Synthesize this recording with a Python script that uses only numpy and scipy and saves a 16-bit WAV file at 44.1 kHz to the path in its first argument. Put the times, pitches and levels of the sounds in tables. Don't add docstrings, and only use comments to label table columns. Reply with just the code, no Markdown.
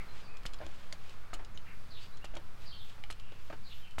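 import sys
import numpy as np
from scipy import signal
from scipy.fft import rfft, irfft
from scipy.io import wavfile
from scipy.ndimage import uniform_filter1d

SR = 44100
rng = np.random.default_rng(int(sys.argv[2]) if len(sys.argv) > 2 else 0)


def waveform_to_disk(signal):
    frames = np.transpose(np.atleast_2d(signal))
    scaled = np.clip(frames, -1, 1) * 32767
    samples = np.round(scaled).astype(np.int16)
    wavfile.write(sys.argv[1], SR, samples)


N = 176400
T = np.arange(N) / SR
HIT = T[:SR // 5]
TOP_HZ = 15800

# freq_hz, gain_db
STREET_EQ = [(15, -21.5), (30, -21), (45, -21.5), (62, -23.5), (80, -26.5), (110, -30), (145, -31.5),
             (200, -33.5), (300, -41.5), (430, -38.5), (650, -40), (945, -40), (1240, -37), (1950, -43.5),
             (2420, -44), (2770, -47.5), (4700, -50.5), (5700, -55.5), (8800, -60.5), (15500, -63)]
# time_s, gain_db
TRAFFIC_RIDE = [(0, 3), (.8, 1.5), (1.3, 1.5), (1.8, -1), (2.5, -0.5), (3.2, -2), (4, -3)]
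# time_s, gain_db
LEAF_RIDE = [(0, 4.5), (.3, -0.5), (.8, 1), (1.15, 1), (1.5, -1), (1.85, 1.5), (2.1, 1), (2.32, -1.5),
             (2.6, 1.5), (3.3, -1), (4, 1)]
# pitch_hz, level_db
HUM_TONES = [(91.5, -66), (118.6, -66), (183, -70.5)]
# start_s, length_s, start_hz, end_hz, level_db, roughness_ratio
BIRD_SQUAWKS = [(0, 0.011, 2183, 2200, -47.5, 0.13), (0.201, 0.11, 4870, 4400, -65, .05),
                (1.654, 0.069, 2295, 2280, -55.5, 0.17), (1.903, .04, 4440, 4050, -54.5, 0.06),
                (1.938, 0.034, 3700, 3450, -55, 0.07), (1.96, 0.023, 4060, 3750, -60, 0.05),
                (1.966, .032, 3345, 3100, -53, 0.13), (2.009, 0.032, 4600, 4460, -56.5, 0.06),
                (2.655, 0.036, 4680, 4650, -54.5, 0.06), (2.678, 0.043, 4416, 4250, -53, 0.07),
                (2.718, 0.028, 3124, 3450, -50.5, 0.05), (2.728, 0.028, 4550, 4350, -55, 0),
                (2.742, 0.034, 3365, 3050, -58, 0.07), (2.755, 0.048, 4100, 4150, -59, 0.07),
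                (2.79, .07, 3640, 3200, -55.5, .05), (3.139, 0.28, 2826, 2717, -64.5, 0.09),
                (3.633, 0.041, 4660, 4600, -60.5, 0.05), (3.65, 0.047, 4320, 4200, -57, 0.06),
                (3.692, 0.051, 3620, 3550, -56.5, 0.06), (3.706, 0.037, 3227, 3050, -52, 0.12),
                (3.834, 0.055, 2850, 2700, -58.5, 0.1)]
# start_s, length_s, start_hz, end_hz, level_db, arch_hz
BIRD_WHISTLES = [(0.078, 0.039, 4030, 4030, -62.5, 90), (0.271, 0.081, 2353, 2392, -60.5, 193),
                 (0.342, .04, 2470, 2400, -65, -40), (.815, 0.041, 3230, 3160, -66, 28),
                 (1.055, 0.028, 2470, 2400, -61, 34), (1.544, 0.019, 7330, 5800, -64, -100),
                 (2.121, 0.036, 3830, 4180, -63, 35), (2.21, 0.062, 2585, 2470, -59, 354),
                 (3.815, 0.04, 3140, 2970, -58, 27), (3.902, 0.033, 3066, 2990, -59, -23)]
# peak_s, level_db, width_s
SEAL_RUBS = [(.19, -60, 0.056), (.7, -66.5, 0.065), (.83, -65.5, 0.073), (1.081, -61.5, 0.048),
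             (2.03, -59.5, .03), (2.637, -60.5, 0.028), (2.895, -63, 0.047), (3.45, -65, 0.08),
             (3.765, -63.5, 0.063)]
# freq_hz, gain_db
SEAL_EQ = [(500, -24), (1500, -4.5), (2600, 7), (4500, -0.5), (6000, -5), (8000, -7.5), (11000, -22),
           (12600, -20), (14000, -26), (15500, -51)]
# start_s, level_db, centre_hz, decay_s
METAL_CLICKS = [(0.37, -49, 4500, 0.0028), (0.433, -52, 2820, 0.0032), (0.4636, -39.5, 5300, 0.0032),
                (0.535, -46, 3700, 0.0057), (0.543, -46, 4050, 0.0023), (0.588, -48.5, 2200, 0.0011),
                (0.6654, -42.5, 2670, 0.0013), (.9259, -43, 6000, 0.0052), (1.095, -47.5, 2580, 0.0023),
                (2.897, -54, 2300, 0.0042), (1.448, -47.5, 4400, 0.0023), (1.575, -43.5, 3230, 0.0016),
                (2.171, -52, 4060, 0.0037), (2.2544, -46, 5000, 0.0021), (2.3535, -46.5, 5240, 0.0023),
                (2.3693, -41, 3970, 0.002), (3.038, -43.5, 2880, 0.0016), (3.1255, -42, 4200, 0.0018),
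                (3.198, -49.5, 3500, 0.004), (3.321, -49.5, 2870, 0.0017), (3.909, -54, 5100, 0.0024)]
# freq_hz, gain_db
RASP_EQ = [(100, 13), (350, -14), (700, -5), (1500, -11), (2300, 1), (3200, 10), (4600, 2), (6000, -2),
           (8000, -2), (11000, -8.5), (16000, -33)]
# pitch_hz, gain_db, t60_s
BARREL_MODES = [(1930, -21, 0.012), (3020, 2, 0.034), (3275, -1.5, 0.066), (4280, -0.5, 0.043),
                (4480, -10, 0.0089), (5110, 5, 0.017), (5960, -4.5, 0.025), (6970, 2, 0.025),
                (7710, -13, .018), (11230, -3, 0.019)]
# peak_s, level_db, width_s, pitch_hz
FRAME_BUMPS = [(0.45, -36, 0.043, 28), (0.547, -46, 0.048, 27), (0.65, -47, 0.031, 78),
               (1.342, -42.5, 0.057, 26), (1.45, -42, 0.085, 24), (2.242, -48, 0.031, 32),
               (2.334, -40, .045, 24), (3.11, -43, 0.055, 29), (3.205, -46, 0.046, 24),
               (3.5, -53, 0.024, 95), (3.99, -42, 0.018, 65)]
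# start_s, knock_db, puff_db, puff_length_s, spit_db
STROKE_ENDS = [(0.4541, -25, -49, 0.012, -66), (1.3323, -29.5, -50.5, 0.015, -51.5),
               (2.2423, -33.5, -52.5, 0.0064, -57.5), (3.1019, -26.5, -48, 0.012, -58),
               (3.9831, -22.5, -45.5, 0.01, -51)]
# pitch_hz, gain_db, t60_s
BODY_MODES = [(171, -13, 0.0206), (380, -3, 0.0043), (704, -9.5, 0.011), (1283, 1.5, 0.0074),
              (1930, 2.5, 0.0038), (2920, -12, 0.006)]
# freq_hz, gain_db
SPIT_EQ = [(2000, -45), (5000, -19), (6800, 6.5), (8500, 5.5), (10500, -13.5), (12500, -12.5), (16000, -12)]
# start_s, level_db, decay_s
HOSE_THUDS = [(.456, -51.5, 0.0093), (.539, -56, 0.0081), (.604, -51, 0.0092), (0.6146, -47.5, 0.042),
              (.664, -48, 0.0052), (.927, -49, 0.0092), (1.335, -48, 0.014), (1.393, -49.5, 0.024),
              (1.917, -63, 0.0094), (2.244, -45.5, 0.0065), (2.338, -52, 0.047), (2.365, -43.5, 0.0076),
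              (2.98, -53, .012), (3.3216, -44.5, 0.0029), (3.5006, -43, 0.0072), (3.526, -42.5, 0.014)]
# pitch_hz, gain_db, t60_s
FRAME_MODES = [(341, -9.5, 0.042), (600, -4.5, 0.028), (650, -17, 0.027), (766, -3.5, 0.02), (895, -6, .05),
               (1063, -4, 0.021), (1510, 7.5, 0.0057)]
# freq_hz, gain_db
FRAME_EQ = [(40, -14), (120, 1), (300, 0.5), (650, 0), (1000, -9), (1600, -4.5), (2500, -5), (5000, -21),
            (12000, -50)]
# start_s, level_db, pitch_hz, upper_hz
VALVE_TAPS = [(.4635, -31, 3170, 4570), (.9256, -32, 2060, 3550), (.9262, -34.5, 4630, 4900),
              (1.3402, -38, 4000, 6630), (1.3447, -36, 2980, 4270), (1.575, -35, 3040, 3700),
              (2.2455, -55, 4560, 7300), (2.2552, -44, 3300, 4770), (2.369, -41, 2300, 2870),
              (3.038, -32, 2250, 2950), (3.1029, -41, 2830, 3400), (3.1107, -40.5, 4200, 7630)]
# start_s, knock_db, hollow_hz, hollow_db
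HOLLOW_KNOCKS = [(.603, -54, 666, -39.5), (.6122, -42, 1640, -45.5), (.6135, -45, 587, -38),
                 (.6205, -65, 730, -41), (.6265, -61, 560, -53), (.6652, -53, 363, -44.5),
                 (.931, -59, 615, -41.5), (1.3345, -53, 773, -43), (2.244, -49, 774, -45),
                 (2.338, -52, 620, -42), (2.346, -56, 750, -48), (2.3645, -46, 1500, -50),
                 (2.368, -65, 570, -38), (2.37, -55, 920, -44), (3.038, -54, 805, -48),
                 (3.321, -46, 793, -52), (3.5007, -42, 650, -37), (3.505, -54, 1200, -41),
                 (3.508, -58, 350, -51), (3.5262, -48, 1600, -42), (3.534, -57, 580, -51)]
# peak_s, level_db, width_s
SIZZLE_SWELLS = [(1.75, -81, 0.065), (2.02, -77, 0.046), (2.62, -78, 0.06), (2.85, -72, 0.034),
                 (3.45, -74, 0.055), (3.77, -71.5, .06)]
# freq_hz, gain_db
SIZZLE_EQ = [(8000, -38), (11300, -10), (12550, 8), (13700, -8), (15300, -3), (16500, -3)]


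def undb(db):
    return 10 ** (np.asarray(db) / 20)


def unit(x):
    return x / np.sqrt(np.mean(x ** 2) + 1e-30)


def add(out, start_s, x):
    i = int(np.clip(round(start_s * SR), 0, N - 1))
    out[i:i + len(x)] += x[:N - i]


def drift(rate_hz):
    hold = int(SR / rate_hz)
    steps = rng.standard_normal(N)[np.arange(N) // hold]
    return unit(uniform_filter1d(uniform_filter1d(steps, hold), hold))


def tone(hz):
    return np.sin(2 * np.pi * np.cumsum(hz) / SR)


def butter(order, hz, kind="lowpass"):
    return signal.butter(order, hz, kind, fs=SR, output="sos")


def convolve(x, response):
    return signal.fftconvolve(x, response / np.linalg.norm(response))[:len(x)]


def eq(x, curve):
    hz, db = np.array(curve).T
    size = 8192
    gain = undb(np.interp(np.log(np.fft.rfftfreq(size, 1 / SR) + 1), np.log(hz), db))
    cepstrum = irfft(np.log(gain))
    cepstrum[1:size // 2] *= 2
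    cepstrum[size // 2 + 1:] = 0
    return convolve(x, irfft(np.exp(rfft(cepstrum))))


def modes(table, wave=np.sin):
    return sum(undb(db) * wave(2 * np.pi * hz * HIT) * np.exp(-np.log(1000) * HIT / t60)
               for hz, db, t60 in table)


def burst(x, envelope):
    return x * np.linalg.norm(envelope) / np.linalg.norm(x)


def reverb(x, t60_s, wet_db):
    t = T[:SR]
    wash = signal.sosfilt(butter(1, 5000), rng.standard_normal(SR))
    tail = wash * np.exp(-np.log(1000) * t / t60_s) * np.minimum(t / 0.0054, 1)
    return x + undb(wet_db) * convolve(x, tail)


def swells(table, curve):
    envelope = sum(undb(db) * np.exp(-.5 * ((T - peak_s) / width_s) ** 2)
                   for peak_s, db, width_s in table)
    flutter = undb(1.5 * drift(120))
    return envelope * flutter * eq(rng.standard_normal(N), curve)


def street():
    bed = undb(-54.5) * unit(eq(rng.standard_normal(N + SR), STREET_EQ)[SR:])
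    low = signal.sosfiltfilt(butter(2, 350), bed)
    high = signal.sosfiltfilt(butter(2, 2500, "highpass"), bed)
    traffic = (bed - low - high) * undb(np.interp(T, *np.array(TRAFFIC_RIDE).T) + .5 * drift(15))
    rumble = low * undb(1.5 * drift(4.93))
    leaves = high * undb(np.interp(T, *np.array(LEAF_RIDE).T) + .5 * drift(6.9))
    return rumble + traffic + leaves


def machine_hum():
    return sum(undb(db + 1.48 * drift(3)) * np.sqrt(2) * tone(hz * (1 + 0.01223 * drift(9)))
               for hz, db in HUM_TONES)


def mic_sway(rate_hz=2.7, level_db=-32.7):
    phase = 2 * np.pi * rate_hz * T + .6 * drift(2)
    return undb(level_db) * np.sqrt(2) * np.sin(phase)


def bird_note(length_s, start_hz, end_hz, db, roughness, arch_hz):
    progress = np.minimum(T[:SR // 2] / length_s, 1)
    flutter = unit(signal.sosfilt(butter(2, 400), rng.standard_normal(len(progress))))
    glide_hz = start_hz + (end_hz - start_hz) * progress + arch_hz * np.sin(np.pi * progress)
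    envelope = 2 * np.sqrt(progress * (1 - progress))
    return undb(db) * envelope * tone(glide_hz * (1 + roughness * flutter))


def birds():
    out = np.zeros(N)
    for start_s, *note in BIRD_SQUAWKS:
        add(out, start_s, bird_note(*note, arch_hz=0))
    for start_s, *note, arch_hz in BIRD_WHISTLES:
        add(out, start_s, bird_note(*note, roughness=.011, arch_hz=arch_hz))
    return reverb(out, t60_s=.33, wet_db=-3)


def seal_rub():
    return swells(SEAL_RUBS, SEAL_EQ)


def barrel(drive, ring_db):
    detuned = [(hz * (1 + .025 * rng.standard_normal()), db, t60) for hz, db, t60 in BARREL_MODES]
    return eq(drive, RASP_EQ) + undb(ring_db) * convolve(drive, modes(detuned))


def metal_clicks():
    out = np.zeros(N)
    for start_s, db, centre_hz, decay_s in METAL_CLICKS:
        envelope = np.exp(-HIT / decay_s)
        metal = barrel(envelope * rng.laplace(size=len(HIT)), ring_db=-5.5)
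        band = butter(1, [centre_hz / 2, min(centre_hz * 2, TOP_HZ)], "bandpass")
        add(out, start_s, undb(db) * burst(signal.sosfilt(band, metal), envelope))
    return out


def frame_bumps():
    return sum(undb(db) * np.exp(-((T - peak_s) / width_s) ** 2) * tone(hz * (1 + 0.15 * drift(67)))
               for peak_s, db, width_s, hz in FRAME_BUMPS)


def piston_knocks(contact_s=.00009, chatter_s=0.0051, chatter_db=-14.5):
    out = np.zeros(N)
    impact = np.exp(-.5 * (HIT / contact_s - np.e) ** 2)
    knock = -convolve(impact, modes(BODY_MODES, np.cos))
    knock /= np.abs(knock).max()
    fade = np.exp(-HIT / chatter_s)
    for start_s, knock_db, *_ in STROKE_ENDS:
        chatter = convolve(fade * rng.standard_normal(len(HIT)), modes(BODY_MODES))
        add(out, start_s, undb(knock_db) * (knock + undb(chatter_db) * burst(chatter, fade)))
    return out


def valve_puffs(delay_s=0.000933, attack_s=0.00027, release_s=.0055):
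    out = np.zeros(N)
    for start_s, _, puff_db, length_s, spit_db in STROKE_ENDS:
        envelope = np.minimum(HIT / attack_s, 1) * np.exp(-np.maximum(HIT - length_s, 0) / release_s)
        puff = burst(barrel(envelope * rng.laplace(size=len(HIT)), ring_db=-4), envelope)
        jet = np.exp(-(HIT / length_s - .7) ** 2 / 0.12) * envelope
        sputter = undb(3.3 * drift(730)[:len(HIT)])
        spit = burst(eq(jet * sputter * rng.laplace(size=len(HIT)), SPIT_EQ), jet)
        add(out, start_s + delay_s, undb(puff_db) * puff + undb(spit_db) * spit)
    return out


def hose_thuds(ring_db=0.5):
    out = np.zeros(N)
    for start_s, db, decay_s in HOSE_THUDS:
        envelope = np.exp(-HIT / decay_s)
        tug = envelope * rng.laplace(size=len(HIT))
        rattle = eq(tug, FRAME_EQ) + undb(ring_db) * convolve(tug, modes(FRAME_MODES))
        add(out, start_s, undb(db) * burst(rattle, envelope))
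    return out


def valve_taps(t60_s=0.0095, attack_s=.0004):
    out = np.zeros(N)
    for start_s, db, hz, upper_hz in VALVE_TAPS:
        ping = modes([(hz, db, t60_s), (upper_hz, db - 3, t60_s)])
        add(out, start_s, ping * np.minimum(HIT / attack_s, 1))
    return out


def frame_knocks(hollow_t60_s=0.032, hollow_attack_s=0.0011):
    out = np.zeros(N)
    for start_s, knock_db, hollow_hz, hollow_db in HOLLOW_KNOCKS:
        detuned = [(hz * (1 + 0.046 * rng.standard_normal()), db, t60) for hz, db, t60 in FRAME_MODES]
        knock = modes(detuned)
        hollow = modes([(hollow_hz, hollow_db, hollow_t60_s)]) * np.minimum(HIT / hollow_attack_s, 1)
        add(out, start_s, undb(knock_db) * knock / np.abs(knock).max() + hollow)
    return out


def sizzle():
    return swells(SIZZLE_SWELLS, SIZZLE_EQ)


def scene():
    pump = seal_rub() + metal_clicks() + piston_knocks() + valve_puffs() + valve_taps() + sizzle()
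    frame = frame_bumps() + hose_thuds() + frame_knocks()
    porch = reverb(pump + frame, t60_s=0.12, wet_db=-15)
    return (porch + street() + machine_hum() + mic_sway() + birds())[None]


def record(dry):
    return signal.sosfilt(signal.ellip(10, .2, 70, TOP_HZ, fs=SR, output="sos"), dry)


dry = scene()
out = record(dry)
waveform_to_disk(out)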